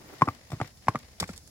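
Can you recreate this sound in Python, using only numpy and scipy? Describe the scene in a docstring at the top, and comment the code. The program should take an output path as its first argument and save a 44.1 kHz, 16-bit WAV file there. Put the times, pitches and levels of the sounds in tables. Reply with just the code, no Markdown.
"""A gaited horse passes close by on a paved road between snowy fields, its hooves landing in four pairs.
Each hoof touches, then slaps flat: the hollow hoof rings, the sole knocks, the weight thuds.
Road grit crackles under the shoes, and one hoof scuffs through it. The saddle rustles, coat and
leather swish, and a metal clasp tinkles on the reins. Road and trees throw back a faint tail.
Underneath lies a bed of outdoor hiss and low rumble."""
import sys
import numpy as np
from scipy import signal
from scipy.fft import rfft, irfft, next_fast_len
from scipy.io import wavfile
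from scipy.ndimage import map_coordinates

SR = 44100
rng = np.random.default_rng(int(sys.argv[2]) if len(sys.argv) > 2 else 0)


def output_pcm(signal):
    """Save a mono or channel-first signal as 16-bit PCM at the path in sys.argv[1].

    Samples are clipped to [-1, 1] before scaling.
    """
    pcm = np.clip(np.atleast_2d(signal).T, -1, 1) * 32767
    wavfile.write(sys.argv[1], SR, np.round(pcm).astype(np.int16))


N = 66150

# EQ curves of the noise layers (frequency [Hz], gain [dB])
HISS_EQ = [(30, -2.5), (100, -2), (200, -6), (400, -16), (650, -17.5), (1000, -25), (1900, -28),
           (2700, -31), (5200, -17), (8400, -26), (11000, -25), (12500, -29.5), (16000, -29.5)]
RUMBLE_EQ = [(30, -28.5), (65, -12.5), (82, -12.5), (100, -24), (200, -39), (600, -76.5)]
RUSTLE_EQ = [(80, -24.5), (170, -12.5), (300, -7.5), (450, -12.5), (700, -13), (2000, -22), (5000, -39),
             (15000, -34.5)]
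SWISH_EQ = [(200, -23.5), (500, 1.5), (1300, -7), (2000, -4), (3200, -7.5), (5000, -6.5), (15000, -32)]
GRIT_EQ = [(300, -17), (900, -8.5), (1700, -7.5), (2700, -11.5), (4400, -2), (7500, -5), (11000, -11),
           (15500, -17)]
SHUDDER_EQ = [(40, -20), (80, -11.5), (150, -4.5), (290, -0.5), (480, -10.5), (1000, -14), (2000, -21.5),
              (5000, -38.5), (15000, -69.5)]
CRACK_EQ = [(100, -7), (450, -4.5), (900, -1.5), (1350, 3.5), (1750, -0.5), (2300, 2.5), (2900, -9.5),
            (6000, -18), (10000, -26.5), (16000, -37.5)]
# fader rides of the background layers (time [s], level [dB])
HISS_FADER = [(0, -55.5), (0.42, -57.5), (0.8, -56.5), (1.1, -57), (1.48, -54)]
RUMBLE_FADER = [(0, -67), (0.8, -60), (1.1, -57.5), (1.35, -50.5), (1.48, -68)]
RUSTLE_FADER = [(0, -58), (0.11, -50.5), (0.2, -57), (0.33, -56.5), (0.42, -76.5), (0.7, -78)]
SWISH_FADER = [(0, -62), (0.18, -55.5), (0.36, -59), (0.55, -59.5), (0.66, -51), (0.74, -70), (0.85, -59.5),
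               (1.0, -58), (1.15, -63.5), (1.33, -56), (1.48, -76.5)]
# stereo image of hiss, rustle and swish (frequency [Hz], left-right correlation [-1 to 1])
STEREO_IMAGE = [(60, 0.81), (180, 0.79), (550, 0.57), (1650, 0.065), (4970, -0.12), (15000, -0.26)]
# taps of the rein clasp (time [s], level [dB])
CLASP_TAPS = [(0.066, -61.5), (0.151, -71.5), (0.251, -67), (0.278, -60), (0.462, -68), (0.515, -62),
              (0.622, -66), (0.653, -65), (0.741, -69)]
# partials of the clasp (frequency [Hz], gain [dB], t60 [s])
CLASP_MODES = [(14300, 4.5, .17), (15100, -14, .1)]
# decay of the tail from the trees (frequency [Hz], t60 [s])
TAIL_DECAY = [(100, 0.53), (400, 0.6), (1100, .22), (3000, 0.63), (12000, 0.05)]
# pan of the horse (time [s], hoof left over right [dB], grit left over right [dB], left lead [ms])
HORSE_PAN = [(0.2, 0.6, 17, 0.12), (0.6, -0.5, 2.5, 0.11), (0.9, 0, -0.5, -0.063), (1.2, -1, 0, -.14),
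             (1.45, 3, -8.5, -0.099)]
# bursts of grit underfoot (time [s], level [dB], attack [s], t60 [s])
GRIT_BURSTS = [(0.182, -45.5, 0.0028, 0.023), (0.2184, -49.5, 0.00065, 0.082),
               (0.2548, -49.5, 0.00082, .03), (0.2873, -47, 0.00045, 0.019), (0.3486, -47, 0.00028, 0.021),
               (0.5041, -44, 0.0011, 0.0187), (0.514, -44.5, 0.0038, 0.11), (0.6140, -56, .002, .15),
               (0.6731, -42.5, 0.0011, 0.022), (0.7717, -51, 0.00079, 0.042), (0.8613, -47, 0.00044, 0.015),
               (0.8835, -34.5, .001, 0.043), (0.9562, -56, 0.00034, 0.018), (0.9741, -49.5, 0.00035, 0.01),
               (0.988, -44, 0.00049, 0.018), (1.2000, -21, 0.00021, 0.04), (1.2036, -26, 0.00055, .016),
               (1.2200, -37, 0.0047, .09), (1.2735, -42.5, .004, .09), (1.287, -45.5, 0.0052, 0.14),
               (1.3330, -43.5, .0003, .022), (1.3600, -43, 0.0033, 0.093), (1.3763, -40, .001, 0.018),
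               (1.4739, -43, .003, 0.025)]
# resonances of the scraped shoe (frequency [Hz], width [Hz], gain [dB])
SHOE_MODES = [(1690, 310, -13.5), (3590, 320, -3.5), (4466, 130, 1), (5240, 360, -0.5), (7650, 340, -4.5),
              (10660, 370, -11.5)]
# dead modes of the sole (pitch [x knock pitch], gain [dB], time to peak [s])
SOLE_MODES = [(1, -6, 0.0015), (.36, -10.5, 0.0027)]
# modes of the hollow hoof (pitch [x ring pitch], gain [dB], base t60 [s])
HOOF_MODES = [(1, 2, 0.027), (.68, -34, .028), (1.28, -13, 0.009), (1.57, -41, 0.036), (2.15, -22.5, .02)]
# hoof hits on the road (time [s], ring [dB], ring pitch [Hz], ring length [x base t60], knock [dB],
# knock pitch [Hz], thud [dB], settled thud pitch [Hz], crack [dB])
HOOF_HITS = [ (0.2109, -32.5, 1150, 1.2, -25, 900, -37.5, 178, -32.5),
             (0.2197, -4, 1081, 1.12, -11.5, 868, -17, 127.8, -22),
             (0.2570, -41, 1200, .7, -42.5, 750, -46, 125, -54),
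             (0.2733, -46.5, 1120, 0.68, -20.5, 700, -23.5, 250.7, -54),
             (0.2772, -19, 1230, 0.64, -61, 800, -28.5, 100, -38),
             (0.2855, -13.5, 1175, 0.78, -21, 854, -32, 97, -32.5),
             (0.502, -46, 1100, 0.51, -38, 800, -43.5, 130, -48),
             (0.5190, -29.5, 1180, 0.44, -26, 740, -37.5, 151, -39),
             (0.5301, -30.5, 1100, 0.43, -29, 680, -25, 114, -48.5),
             (0.5660, -62.5, 1100, 0.67, -60, 700, -43, 115, -71),
             (0.6011, -24, 1293, 0.66, -24, 850, -34, 220, -36.5),
             (0.6137, -18.5, 1170, .5, -14.5, 790, -22, 118.6, -27.5),
             (0.6445, -64, 1200, .6, -55, 700, -39, 125, -43),
             (0.87, -47.5, 1150, 1.1, -33, 800, -38, 180, -41.5),
             (0.8829, -7, 1067, 0.84, -13, 838, -19.5, 114.5, -22),
             (0.9478, -28, 1207, 1, -17.5, 630, -27.5, 203, -45.5),
             (0.9560, -16.5, 1170, 0.68, -42, 700, -30.5, 131, -27),
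             (1.2099, -45, 1160, 0.68, -23, 384, -28.5, 167, -39),
             (1.2239, -38.5, 1090, 0.83, -24, 510, -29, 89.7, -31.5),
             (1.2281, -23.5, 1110, 1, -22.5, 864, -32.5, 174, -34),
             (1.2388, -50.5, 1240, .5, -45, 810, -55.5, 101, -31),
             (1.2906, -39, 1364, 1.5, -26.5, 528, -35.5, 205, -40),
             (1.2990, -48, 1300, 0.54, -46, 780, -36, 166.6, -53),
             (1.3345, -62.5, 1110, 0.68, -63.5, 810, -69, 85.5, -43.5)]
# tone tilt between the microphone ports (frequency [Hz], left over right [dB])
PORT_TILT = [(100, 0), (800, 0), (1300, 1), (2000, 12.5), (2500, 1), (3100, 4), (4400, 2.5), (5500, 5.5),
             (6800, -9.5), (8200, -2), (9600, -7.5), (11000, -12), (12500, -1), (14000, 7), (15500, 5.5)]

CLASP_RIGHT_DB = -11.5
TAIL_DB, SCATTER_DB = -30, -25
SHOE_DB, GRAIN_DEPTH_DB, GRAINS_PER_S = 0.5, 4.5, 4700
THUD_SAG, THUD_SAG_S, SHUDDER_DB = .7, .004, -10  # the thud starts 70% sharp
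RING_BEND, RING_BEND_S, RING_WAVER_RAD = .55, .00041, .14  # the ring starts 55% flat
LOW_CUT_HZ, TOP_HZ = 45, 15950
HIT_N = SR // 6  # samples in a one-shot


def amp(db):
    """Decibels to gain."""
    return 10 ** (np.asarray(db) / 20)


def unit(x):
    """Scale to rms 1."""
    return x / np.sqrt(np.mean(x ** 2) + 1e-20)


def along(points, hz):
    """Read (frequency [Hz], value) points on a log axis."""
    freqs, values = np.transpose(points)
    return np.interp(np.log(hz + 1), np.log(freqs + 1), values)


def ride(fader):
    """A fader's level in dB at every sample."""
    return np.interp(np.arange(N) / SR, *np.transpose(fader))


def wobble(rate, size):
    """A smooth random curve, rate knots a second."""
    return map_coordinates(rng.standard_normal(size), [np.arange(size) * rate / SR], mode="wrap")


def filtered(x, response):
    """Filter x with a complex frequency response."""
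    n = x.shape[-1]
    padded = next_fast_len(n + SR // 8)
    return irfft(rfft(x, padded) * response(np.fft.rfftfreq(padded, 1 / SR)), padded)[..., :n]


def strike(t, attack, t60):
    """Envelope of a hard hit: quick rise, exponential fall."""
    return (1 - np.exp(-t / attack)) * np.exp(-np.log(1000) * t / t60)


def swell(t, peak_s):
    """Envelope of a cushioned hit: soft start, 1 at peak_s, quick end."""
    return (t / peak_s) ** 2 * np.exp(2 - 2 * t / peak_s)


def eq_noise(eq, shape):
    """Coloured noise of rms 1."""
    return unit(filtered(rng.standard_normal(shape), lambda hz: amp(along(eq, hz))))


def stereo_noise(eq, image=STEREO_IMAGE):
    """Coloured noise of rms 1, its width set band by band."""
    def mid_side_gains(hz):
        angle = np.arccos(np.clip(along(image, hz), -1, 1)) / 2
        return amp(along(eq, hz)) * [np.cos(angle), np.sin(angle)]
    mid, side = filtered(rng.standard_normal((2, N)), mid_side_gains)
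    return unit(np.array([mid + side, mid - side]))


def pan_in(out, x, at, gritty):
    """Mix in a one-shot, panned by level and delay to where the horse then is."""
    times, *columns = np.transpose(HORSE_PAN)
    hoof_db, grit_db, lead_ms = [np.interp(at, times, column) for column in columns]
    sides, preroll = np.array([[.5], [-.5]]), SR // 200
    gains = amp(sides * (grit_db if gritty else hoof_db))
    padded = np.pad(x, [(0, 0), (preroll, 0)])
    pair = filtered(padded, lambda hz: gains * np.exp(2j * np.pi * hz * sides * lead_ms / 1000))
    start = round(at * SR) - preroll
    out[:, start:start + pair.shape[1]] += pair[:, :N - start]


def outdoor_bed():
    """Faint, wide hiss over a low, almost mono rumble."""
    hiss = amp(ride(HISS_FADER) + 0.46 * wobble(39.47, N)) * stereo_noise(HISS_EQ)
    rumble = amp(ride(RUMBLE_FADER)) * stereo_noise(RUMBLE_EQ, image=[(80, .99)])
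    return hiss + rumble


def saddle_rustle():
    """The saddle gives a dark, fluttering rustle at the start."""
    return amp(ride(RUSTLE_FADER) + 2.5 * wobble(100, N)) * stereo_noise(RUSTLE_EQ)


def coat_swish():
    """Coat and leather rub in soft midrange swells."""
    return amp(ride(SWISH_FADER) + 2.4 * wobble(150, N)) * stereo_noise(SWISH_EQ)


def rein_clasp():
    """The metal clasp rings thinly on the left as the head nods."""
    out, t = np.zeros(N), np.arange(HIT_N) / SR
    for at, tap_db in CLASP_TAPS:
        for hz, db, t60 in CLASP_MODES:
            partial = np.sin(2 * np.pi * hz * t + .5 * wobble(200, HIT_N))
            out[round(at * SR):][:HIT_N] += amp(tap_db + db) * strike(t, 0.0045, t60) * partial
    return np.array([out, amp(CLASP_RIGHT_DB) * out])


def reflections(x):
    """Reverb return: a quick scatter off road and horse, and a faint tail from the trees."""
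    freqs, t, bands = signal.stft(rng.standard_normal((2, SR // 2)), SR, nperseg=256)
    decay = np.exp(-np.log(1000) * t / along(TAIL_DECAY, freqs)[:, None])
    tail = signal.istft(bands * decay, SR, nperseg=256)[1]
    scatter = rng.standard_normal(tail.shape) * strike(np.arange(tail.shape[1]) / SR, .012, t60=.045)
    impulse = amp(TAIL_DB) * tail / np.linalg.norm(tail[0])
    impulse += amp(SCATTER_DB) * scatter / np.linalg.norm(scatter[0])
    mid, side = impulse[0], filtered(impulse[1], lambda hz: hz / (hz + 900))  # lows stay centred
    return signal.fftconvolve(x, np.array([mid + side, mid - side]), axes=1)[:, :N]


def grit():
    """Tiny grains are crushed between shoe and road, and the scraped shoe rings."""
    def colour(hz):
        shoe = sum(amp(db) * 1j * hz * width / (centre ** 2 - hz ** 2 + 1j * hz * width)
                   for centre, width, db in SHOE_MODES)
        return amp(along(GRIT_EQ, hz)) + amp(SHOE_DB) * shoe
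    out, t = np.zeros((2, N)), np.arange(HIT_N) / SR
    for at, db, attack, t60 in GRIT_BURSTS:
        noise = rng.standard_normal((3, HIT_N)) * amp(GRAIN_DEPTH_DB * wobble(GRAINS_PER_S, HIT_N))
        grains = unit(filtered(noise[0] + noise[1:], colour))  # centre plus left and right
        pan_in(out, amp(db) * strike(t, attack, t60) * grains, at, gritty=True)
    return out


def road_crack(t):
    """The hoof's sharp transient on the asphalt, wider in the highs."""
    noise = eq_noise(CRACK_EQ, (3, len(t)))
    edges = filtered(noise[1:], lambda hz: hz / (hz + 2000))
    return strike(t, attack=.0004, t60=.022) * (noise[0] + edges)


def weight_thud(t, hz):
    """The low end sags in pitch as the weight settles; leg and tack shudder with it."""
    sagging = t + THUD_SAG * THUD_SAG_S * (1 - np.exp(-t / THUD_SAG_S))
    shudder = strike(t, attack=.0022, t60=.088) * eq_noise(SHUDDER_EQ, len(t))
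    return swell(t, peak_s=.0066) * np.sin(2 * np.pi * hz * sagging) + amp(SHUDDER_DB) * shudder


def sole_knock(t, hz):
    """The damped sole gives a short, dead knock."""
    return sum(amp(db) * swell(t, peak_s) * np.sin(2 * np.pi * hz * ratio * t)
               for ratio, db, peak_s in SOLE_MODES)


def hoof_ring(t, hz, length):
    """The clop: its pitch scoops up as the hollow of the hoof closes on the road."""
    bent = t - RING_BEND * RING_BEND_S * (1 - np.exp(-t / RING_BEND_S))
    ring = np.zeros(len(t))
    for ratio, db, t60 in HOOF_MODES:
        phase = 2 * np.pi * hz * ratio * bent + RING_WAVER_RAD * wobble(400, len(t))
        ring += amp(db) * strike(t, attack=.0007, t60=length * t60) * np.sin(phase)
    return ring


def hooves():
    """Every hit on the road stacks four layers: ring, knock, thud and crack."""
    out, t = np.zeros((2, N)), np.arange(HIT_N) / SR
    for at, ring_db, ring_hz, length, knock_db, knock_hz, thud_db, thud_hz, crack_db in HOOF_HITS:
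        ring = amp(ring_db) * hoof_ring(t, ring_hz, length)
        knock = amp(knock_db) * sole_knock(t, knock_hz)
        thud = amp(thud_db) * weight_thud(t, thud_hz)
        crack = amp(crack_db) * road_crack(t)
        pan_in(out, crack - ring - knock - thud, at, gritty=False)
    return out


def scene():
    """The mix: hooves and grit up front with their reverb, tack and outdoor bed behind."""
    steps = hooves() + grit()
    return steps + reflections(steps) + rein_clasp() + outdoor_bed() + saddle_rustle() + coat_swish()


def record(dry):
    """The microphone thins the deep bass and cuts the very top; its two ports differ in colour."""
    thinned = signal.sosfilt(signal.butter(2, LOW_CUT_HZ, "high", fs=SR, output="sos"), dry)
    sides = np.array([[.5], [-.5]])
    return filtered(thinned, lambda hz: amp(sides * along(PORT_TILT, hz)) * (hz < TOP_HZ))


dry = scene()
out = record(dry)
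output_pcm(out)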